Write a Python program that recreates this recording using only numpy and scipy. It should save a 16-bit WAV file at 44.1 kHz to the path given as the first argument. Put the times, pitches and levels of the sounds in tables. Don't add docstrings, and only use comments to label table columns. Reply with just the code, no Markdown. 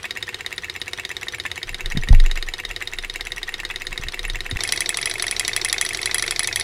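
import sys
import numpy as np
from scipy import signal
from scipy.fft import rfft, irfft, next_fast_len
from scipy.io import wavfile
from scipy.ndimage import uniform_filter1d, map_coordinates

SR = 44100
rng = np.random.default_rng(int(sys.argv[2]) if len(sys.argv) > 2 else 0)


def waveform_to_disk(signal):
    frames = np.transpose(np.atleast_2d(signal))
    scaled = np.clip(frames, -1, 1) * 32767
    samples = np.round(scaled).astype(np.int16)
    wavfile.write(sys.argv[1], SR, samples)


def ratio_of_db(decibels):
    return 10 ** (np.asarray(decibels, float) / 20)


N = 292383
T = np.arange(N) / SR
CHANGE_S = 4.5755

# (frequency [Hz], level per Hz [dB])
ROOM_FAR = [(25, -57), (55, -48), (85, 3.5), (140, -11.5), (270, -10.5), (360, -4), (430, -4.5), (495, -3),
            (560, -26.5), (720, -15.5), (1400, -22), (4000, -15), (12500, -38), (16000, -44)]
ROOM_NEAR = [(25, -21), (85, 0), (250, -17.5), (300, -9), (365, -1), (440, -6.5), (495, -3), (560, -23),
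             (715, -8.5), (800, -12), (1400, -16), (4000, -14), (12500, -28.5), (16000, -57)]
# (frequency [Hz], level [dB])
WHIR = [(400, 2), (1500, 9), (1950, 11), (2600, 8.5), (3100, 8.5), (3800, -0.5), (5600, -17.5), (8600, -5),
        (9800, -17), (11000, -13), (16000, -54)]
# (share of a turn after the knock [0-1], level
# [dB])
SLIDE = [(0, 12), (.15, 0.5), (.3, 0.5), (.38, 4), (.55, 12), (.72, -2), (.8, -2.5), (.9, 6.5), (1, -1.5)]

# (time [s], speed [turns/s])
SPEED_FAR = [(0, 8.451), (.9, 8.506), (1.6, 8.7), (2.5, 8.902), (3.2, 8.979), (4.58, 9.463)]
SPEED_NEAR = [(4.58, 11.874), (5.3, 11.868), (5.6, 12.052), (6.63, 12.065)]
START_FAR, START_NEAR = -.453, -.841

# (place after the clank [turns], scatter [ms], chance a turn [0-1])
TIMING_FAR = dict(clank=(0, .2, 1), back=(.29, 2, .7), slap=(.342, 1, .4), knock=(.455, .25, 1),
              pin=(.825, 2.2, 1), rub=(.912, 1, 1))
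TIMING_NEAR = dict(clank=(-.006, .3, 1), slap=(.275, 2, 1), knock=(.464, .4, 1))
# (peak level [dB], scatter [dB])
FORCE_FAR = dict(clank=(-15, 0.3), back=(-37, 4.5), slap=(-30.5, 3), knock=(-16.5, 0.13), pin=(-43.5, 1.5),
             rub=(-23, 3))
FORCE_NEAR = dict(clank=(-16, 0.6), slap=(-23.5, 3.9), knock=(-17.5, 0.23))
HARD_PINS = [.03, .98, 1.09, 1.21, 1.33, 1.56, 1.9, 2.13, 2.35, 2.58, 3.14, 3.25, 3.36, 4.13, 4.24]
HARD_RUBS = [1.45, 2.81, 3.04, 3.48, 3.7]
HARD_SLAPS = [.68, 1.39, 1.62, 1.73, 1.96, 2.64, 3.2, 3.52, 3.74, 3.96, 4.07, 4.17, 4.28]
# (time [s], peak level [dB])
PINS = [(4.6361, -11), (4.7228, -7), (4.806, -10), (4.8916, -9), (4.9715, -11), (5.0573, -10.5),
        (5.1387, -19.5), (5.2233, -11.0), (5.3113, -10.5), (5.3959, -8), (5.4792, -9), (5.5635, -8),
        (5.6477, -8.5), (5.7276, -7), (5.8123, -7), (5.8897, -16.5), (5.9724, -18), (6.0578, -8.5),
        (6.1448, -6.5), (6.2241, -10.5), (6.309, -9), (6.3935, -6), (6.4738, -10), (6.5592, -8)]
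# (time [s], peak level [dB])
BACKS = [(4.6754, -20), (4.7615, -21), (5.0143, -19.5), (5.097, -20.5), (5.1826, -26.5), (5.2669, -18.5),
         (5.6856, -19), (5.8503, -16.5), (5.9326, -21.5), (6.0161, -20), (6.1824, -12.5), (6.2638, -23.5),
         (6.4318, -17), (6.5978, -15.5)]
CUSHION_MS = [.9, .9, 1.7, 1.4]

# (frequency [Hz], level [dB], time to fall 60 dB [ms])
PISTON_FAR = [(714, -23.5, 52), (1879, -7, 36), (2120, -3, 20.4), (2980, -14.5, 31), (3752, 8, 13),
              (4240, 0.5, 10), (4730, -15.5, 37), (5150, -19.5, 61), (5420, -55.5, 6.7), (6610, -10.5, 12),
              (9400, -35, 7.4), (9630, -12, 13), (11560, -15.5, 12), (12700, -50, 15)]
PISTON_NEAR = [(681, -14, 40), (2020, -2.5, 26), (2233, -1.5, 24), (3330, -11, 14), (3664, -5, 45),
               (3950, 11, 10), (4430, 3.5, 20), (4980, 6, 7.6), (5340, 1.5, 14.2), (5760, 3, 15),
               (6550, -8, 8.7), (9700, -21, 6.7), (11700, -34, 15)]
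BRACKET_FAR = [(724, -17, 48.5), (978, -12, 22), (1863, -3.5, 24.6), (2210, 10.5, 11.9), (2676, 5, 18.4),
               (3870, -7.5, 20), (5020, -12, 20), (6640, -10, 5.3), (6940, -9, 10.4), (7270, -10.5, 19.5),
               (9800, -17, 12), (12290, -6, 9.6)]
BRACKET_NEAR = [(704, -7.5, 20), (2180, 14.5, 11.5), (2554, -2, 28), (3440, -7, 19), (5300, -18, 27),
                (7300, -13, 20), (12400, -30, 12)]
PIN = [(1184, 5, 7.1), (1823, -0.5, 37.6), (1992, -2, 54), (2470, -19, 134), (3302, -1, 42), (3990, -2, 34),
       (4870, 13, 4.3), (5900, -3, 18), (5944, -3, 39), (7300, -8, 8), (7960, -7, 38), (9740, 6, 18.3),
       (10140, 8, 8.5), (12200, -10, 17)]
ROD = [(1030, 8.5, 4), (1836, 8.5, 12.4), (1940, 7.5, 14.3), (2520, -13, 56), (3500, -10, 19)]
# (frequency [Hz], level [dB], time to fall 60 dB [ms])
PLATE = [(367.4, -18, 84), (497, -34.5, 255)]
# (frequency [Hz], level [dB])
PIN_FAR = [(1000, 26.5), (2000, 8), (4000, 11.5), (6000, 13), (8000, -24), (10000, 1), (14000, 12)]
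# (frequency [Hz], time to fall 60 dB [s])
TAIL = [(300, 0.037), (2000, 0.082), (5000, 0.12), (12000, 0.12)]

# (middle [s], half length [s], sway level [dB], rumble level [dB])
GRIPS = [
    (1.727, 0.097, -31.5, -37.5),
    (1.873, 0.069, -21.5, -36.5),
    (1.986, 0.15, -20, -42),
    (2.467, .06, -31, -55),
    (2.704, .08, -34, -55),
    (3.02, 0.21, -34, -55),
    (3.916, 0.057, -30, -38),
    (4.055, 0.088, -29, -36.5),
    (4.324, 0.22, -26, -38.5),
    (4.506, 0.13, -32, -49),
]
# (time [s], frequency, signed by the push [Hz], level [dB], time to fall 60 dB [ms])
BUMPS = [(1.95, 140, -11.5, 26), (1.97, 174, -6, 38), (1.982, 126, -17, 99), (2.091, -130, -9, 19),
         (2.095, 320, -23, 61), (2.129, 816, -14.5, 23), (2.129, -560, -27.5, 34), (2.124, 89, -7.5, 250),
         (3.997, 114, -19.5, 32), (4.512, -260, -28.5, 75), (4.526, -92.5, -16.5, 133), (4.558, 48, -6, 25)]


def unit(x):
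    return x / np.sqrt(np.mean(x ** 2) + 1e-20)


def along(points, hz):
    f, v = np.transpose(points)
    return np.interp(np.log(hz + 1), np.log(f + 1), v)


def wobble(rate):
    return map_coordinates(rng.standard_normal(int(N * rate / SR) + 4), [T * rate])


def noise(gain):
    m = next_fast_len(N + 8192)
    spectrum = rfft(rng.standard_normal(m)) * gain(np.fft.rfftfreq(m, 1 / SR))
    return unit(irfft(spectrum, m)[:N])


def room(spectrum, db):
    return ratio_of_db(db + 0.85 * wobble(4.74)) * noise(lambda hz: ratio_of_db(along(spectrum, hz)))


def crank(near):
    speed, start = (SPEED_NEAR, START_NEAR) if near else (SPEED_FAR, START_FAR)
    turns_per_s = np.interp(T, *np.transpose(speed)) * (T >= speed[0][0])
    return start + np.cumsum(turns_per_s) / SR


def whir(near, db, grit_db):
    timing = TIMING_NEAR if near else TIMING_FAR
    turn = (crank(near) - timing["knock"][0]) % 1
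    stroke_db = np.interp(turn, *np.transpose(SLIDE))
    roughness_db = grit_db * np.tanh(wobble(300))
    return ratio_of_db(db + stroke_db + roughness_db) * noise(lambda hz: ratio_of_db(along(WHIR, hz)))


def contact(name, near, hard=(), hard_db=0, early=0):
    angle = crank(near)
    share, scatter_ms, chance = (TIMING_NEAR if near else TIMING_FAR)[name]
    db, scatter_db = (FORCE_NEAR if near else FORCE_FAR)[name]
    turns = np.arange(-1, 42) + share
    late, size = rng.standard_normal((2, len(turns)))
    fast = np.interp(turns, angle, T) > 3.47
    s = np.interp(turns - early * fast, angle, T, np.nan, np.nan) + scatter_ms * late / 1e3
    full = np.array([any(abs(v - h) < .04 for h in hard) for v in s])
    more_often = fast & (name in ("slap", "back"))
    lands = (rng.random(len(s)) < chance + more_often / 2) | full
    if near:
        inside = (s > CHANGE_S + .01) & (s < N / SR)
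    else:
        inside = (s > 0) & (s < CHANGE_S)
    peak_db = db + np.where(full, hard_db + size, scatter_db * size)
    return np.transpose([s, peak_db])[lands & inside]


def strike(events, modes, db, rise_ms, loose, crack_db, crack_ms, chatter_db,
           gap=1.7, bounce_db=-12, crack_hz=9000):
    t = np.arange(3072) / SR
    hz, level_db, t60 = np.transpose(modes)[:, :, None]
    crack_band = signal.butter(2, [1400, crack_hz], "bandpass", fs=SR, output="sos")
    sign = (-1.) ** np.arange(len(modes))[:, None]
    bounce = np.round(np.array([4, 8, 14]) * gap * SR / 1e3).astype(int)
    build = 1 - np.exp(-t * hz / 1.38)
    out = np.zeros(N + 2 * len(t))
    for s, peak_db in events:
        size, tune, turn = rng.standard_normal((3, len(modes), 1))
        sines = sign * np.sin(2 * np.pi * hz * (1 + .004 * tune) * t + loose * turn)
        ring = np.sum(ratio_of_db(level_db + 0.67 * size - 74800.0 * t / t60) * build * sines, axis=0)
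        crack = ratio_of_db(crack_db - 69300.0 * t / crack_ms) * rng.standard_normal(len(t))
        crack = signal.sosfilt(crack_band, crack)
        blow = (ring + crack) * (1 - np.exp(-1e3 * t / rise_ms)) ** 2

        chatter = ratio_of_db(chatter_db - 60 * t / 0.063) * rng.standard_normal(len(t))
        rebounds = chatter * (rng.random(len(t)) < .03)
        rebounds[0] = 1
        rebound_db = np.array([-9, -14, -18]) + bounce_db + 2.4 * rng.standard_normal(3)
        rebounds[bounce + rng.integers(0, 12, size=3)] = ratio_of_db(rebound_db)
        blow = signal.fftconvolve(blow, rebounds)

        peak = np.sqrt(np.max(uniform_filter1d(blow ** 2, size=30)))
        out[round(s * SR):][:len(blow)] += ratio_of_db(peak_db + db) * blow / peak
    return out[:N]


def far_linkage():
    far_pin = [(hz, db + along(PIN_FAR, hz), 0.47 * t60) for hz, db, t60 in PIN]
    bright_pin = [mode for mode in PIN if 9000 < mode[0] < 12000]
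    knock = strike(contact("knock", False), PISTON_FAR + PLATE, db=-0.5, rise_ms=CUSHION_MS[0], loose=0.23,
                   crack_hz=6030, crack_db=0, crack_ms=17, chatter_db=-29, gap=1.0, bounce_db=-8.0)
    pin = strike(contact("pin", False, HARD_PINS, hard_db=6.5), far_pin, db=10.0, rise_ms=0.03, loose=0.92,
                 crack_db=6, crack_ms=14, chatter_db=-9.5)
    rub = strike(contact("rub", False, HARD_RUBS, hard_db=6), ROD, db=-3, rise_ms=0.29, loose=0.51,
                 crack_db=-19.0, crack_ms=16, chatter_db=-8.0)
    clank = strike(contact("clank", False), BRACKET_FAR + PLATE, db=-3.0, rise_ms=CUSHION_MS[1], loose=0.62,
                   crack_db=3.0, crack_ms=9.3, chatter_db=-21.0, gap=1.5, bounce_db=-4.0)
    slap = strike(contact("slap", False, HARD_SLAPS, hard_db=0, early=.05), ROD[:3], db=2.0, rise_ms=0.06,
                  loose=0.85, crack_db=-21, crack_ms=15, chatter_db=-9)
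    back = strike(contact("back", False), bright_pin, db=-7.5, rise_ms=0.22, loose=0.42,
                  crack_db=-16, crack_ms=8, chatter_db=-11.5)
    return knock + pin + rub + clank + slap + back


def bench(x, db):
    out = np.zeros(N + SR)
    for start in range(0, N, SR // 8):
        hz, t, z = signal.stft(rng.standard_normal(SR // 4), SR, nperseg=256)
        fading = z * ratio_of_db(-60 * t / along(TAIL, hz)[:, None])
        tail = signal.istft(fading, SR, nperseg=256)[1]
        delayed = np.pad(x[start:start + SR // 8], (150, 0))
        answer = signal.fftconvolve(delayed, tail / np.linalg.norm(tail))
        out[start:start + len(answer)] += answer
    return x + ratio_of_db(db) * out[:N]


def grip():
    hold_db = np.select([T < 1.67, T < CHANGE_S], [-62, -42], -44)
    sway = ratio_of_db(hold_db + 1.5 * wobble(3.2))
    rumble = ratio_of_db(-50 + 2 * wobble(2))
    for s, half, sway_db, rumble_db in GRIPS:
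        swell = np.cos(np.pi / 2 * np.clip((T - s) / half, -1, 1)) ** 2
        sway = np.maximum(sway, ratio_of_db(sway_db) * swell)
        rumble = np.maximum(rumble, ratio_of_db(rumble_db) * swell)
    return sway, rumble


def sway_and_rumble():
    sway_gain, rumble_gain = grip()
    phase = 2 * np.pi * np.cumsum(25 + 5 * wobble(16)) / SR
    sway = np.sqrt(2) * np.sin(phase) * ratio_of_db(0.47 * wobble(16))
    sway = 1.03 * sway + 0.17 * noise(lambda hz: hz / np.hypot(hz * hz - 24 ** 2, hz * 12))
    rumble = noise(lambda hz: (hz / 60) ** 2 / (1 + (hz / 60) ** 2) / (1 + (hz / 110) ** 4))
    free = np.abs(T - 2.25) > .17
    return sway_gain * sway * free + ratio_of_db(-2.5) * rumble_gain * rumble


def taps():
    out = np.zeros(N)
    for s, hz, db, t60 in BUMPS:
        t = np.maximum(T - s, 0)
        out += ratio_of_db(db - 66000.0 * t / t60) * (1 - np.exp(-t / 0.00099)) * np.sin(2 * np.pi * hz * t)
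    return out


def hard_bump():
    t = np.maximum(T - 2.104, 0)
    turns = 23.2 * t + .74 * (1 - np.exp(-t / 0.0068))
    held = 0.58 * np.exp(-np.maximum(t - 0.13, 0) / .035)
    wider_first = 1 + .7 * np.exp(-(t / .055) ** 4)
    after_swing = 0.16 * np.exp(-(t / 0.34) ** 4)
    rise = 1 - np.exp(-t / 0.004)
    return -rise * (held * wider_first + after_swing) * np.cos(2 * np.pi * turns)


def near_linkage():
    knock = strike(contact("knock", True), PISTON_NEAR + PLATE, db=2.0, rise_ms=CUSHION_MS[3], loose=0.35,
                   crack_hz=6150, crack_db=7.5, crack_ms=17.4, chatter_db=-20, gap=.7, bounce_db=-7.5)
    pin = strike(PINS, PIN, db=-1.0, rise_ms=0.041, loose=0.56,
                 crack_db=8, crack_ms=14.4, chatter_db=-19.5, gap=0.84, bounce_db=-14.0)
    clank = strike(contact("clank", True), BRACKET_NEAR, db=-1, rise_ms=CUSHION_MS[2], loose=0.13,
                   crack_db=-16, crack_ms=12, chatter_db=-19)
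    slap = strike(contact("slap", True), ROD, db=-1, rise_ms=0.26, loose=1.0,
                  crack_db=-33, crack_ms=21, chatter_db=-12.5)
    back = strike(BACKS, PIN, db=1.1, rise_ms=0.039, loose=0.2,
                  crack_db=0.5, crack_ms=5.2, chatter_db=-15.0)
    return knock + pin + clank + slap + back


def scene():
    far = room(ROOM_FAR, db=-46.5) + whir(False, db=-48.5, grit_db=6.0) + bench(far_linkage(), db=-13.5)
    handling = sway_and_rumble() + taps() + hard_bump()
    near = room(ROOM_NEAR, db=-38.0) + whir(True, db=-51.5, grit_db=14.5) + bench(near_linkage(), db=-14.5)
    fade_in = np.clip((T - CHANGE_S) / 0.016, 0, 1)
    is_far = T < CHANGE_S
    return (is_far * far + fade_in * near + np.where(is_far, 1, fade_in) * handling)[None]


def low_pass(x):
    return signal.sosfilt(signal.butter(12, 16490, fs=SR, output="sos"), x)


def record(dry):
    hiss = ratio_of_db(-64) * rng.standard_normal(dry.shape)
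    lowpass = signal.ellip(8, 1, 45, 15800, fs=SR, output="sos")
    mix = np.clip(signal.sosfilt(lowpass, dry + hiss), -1, 1)
    return low_pass(mix)


dry = scene()
out = record(dry)
waveform_to_disk(out)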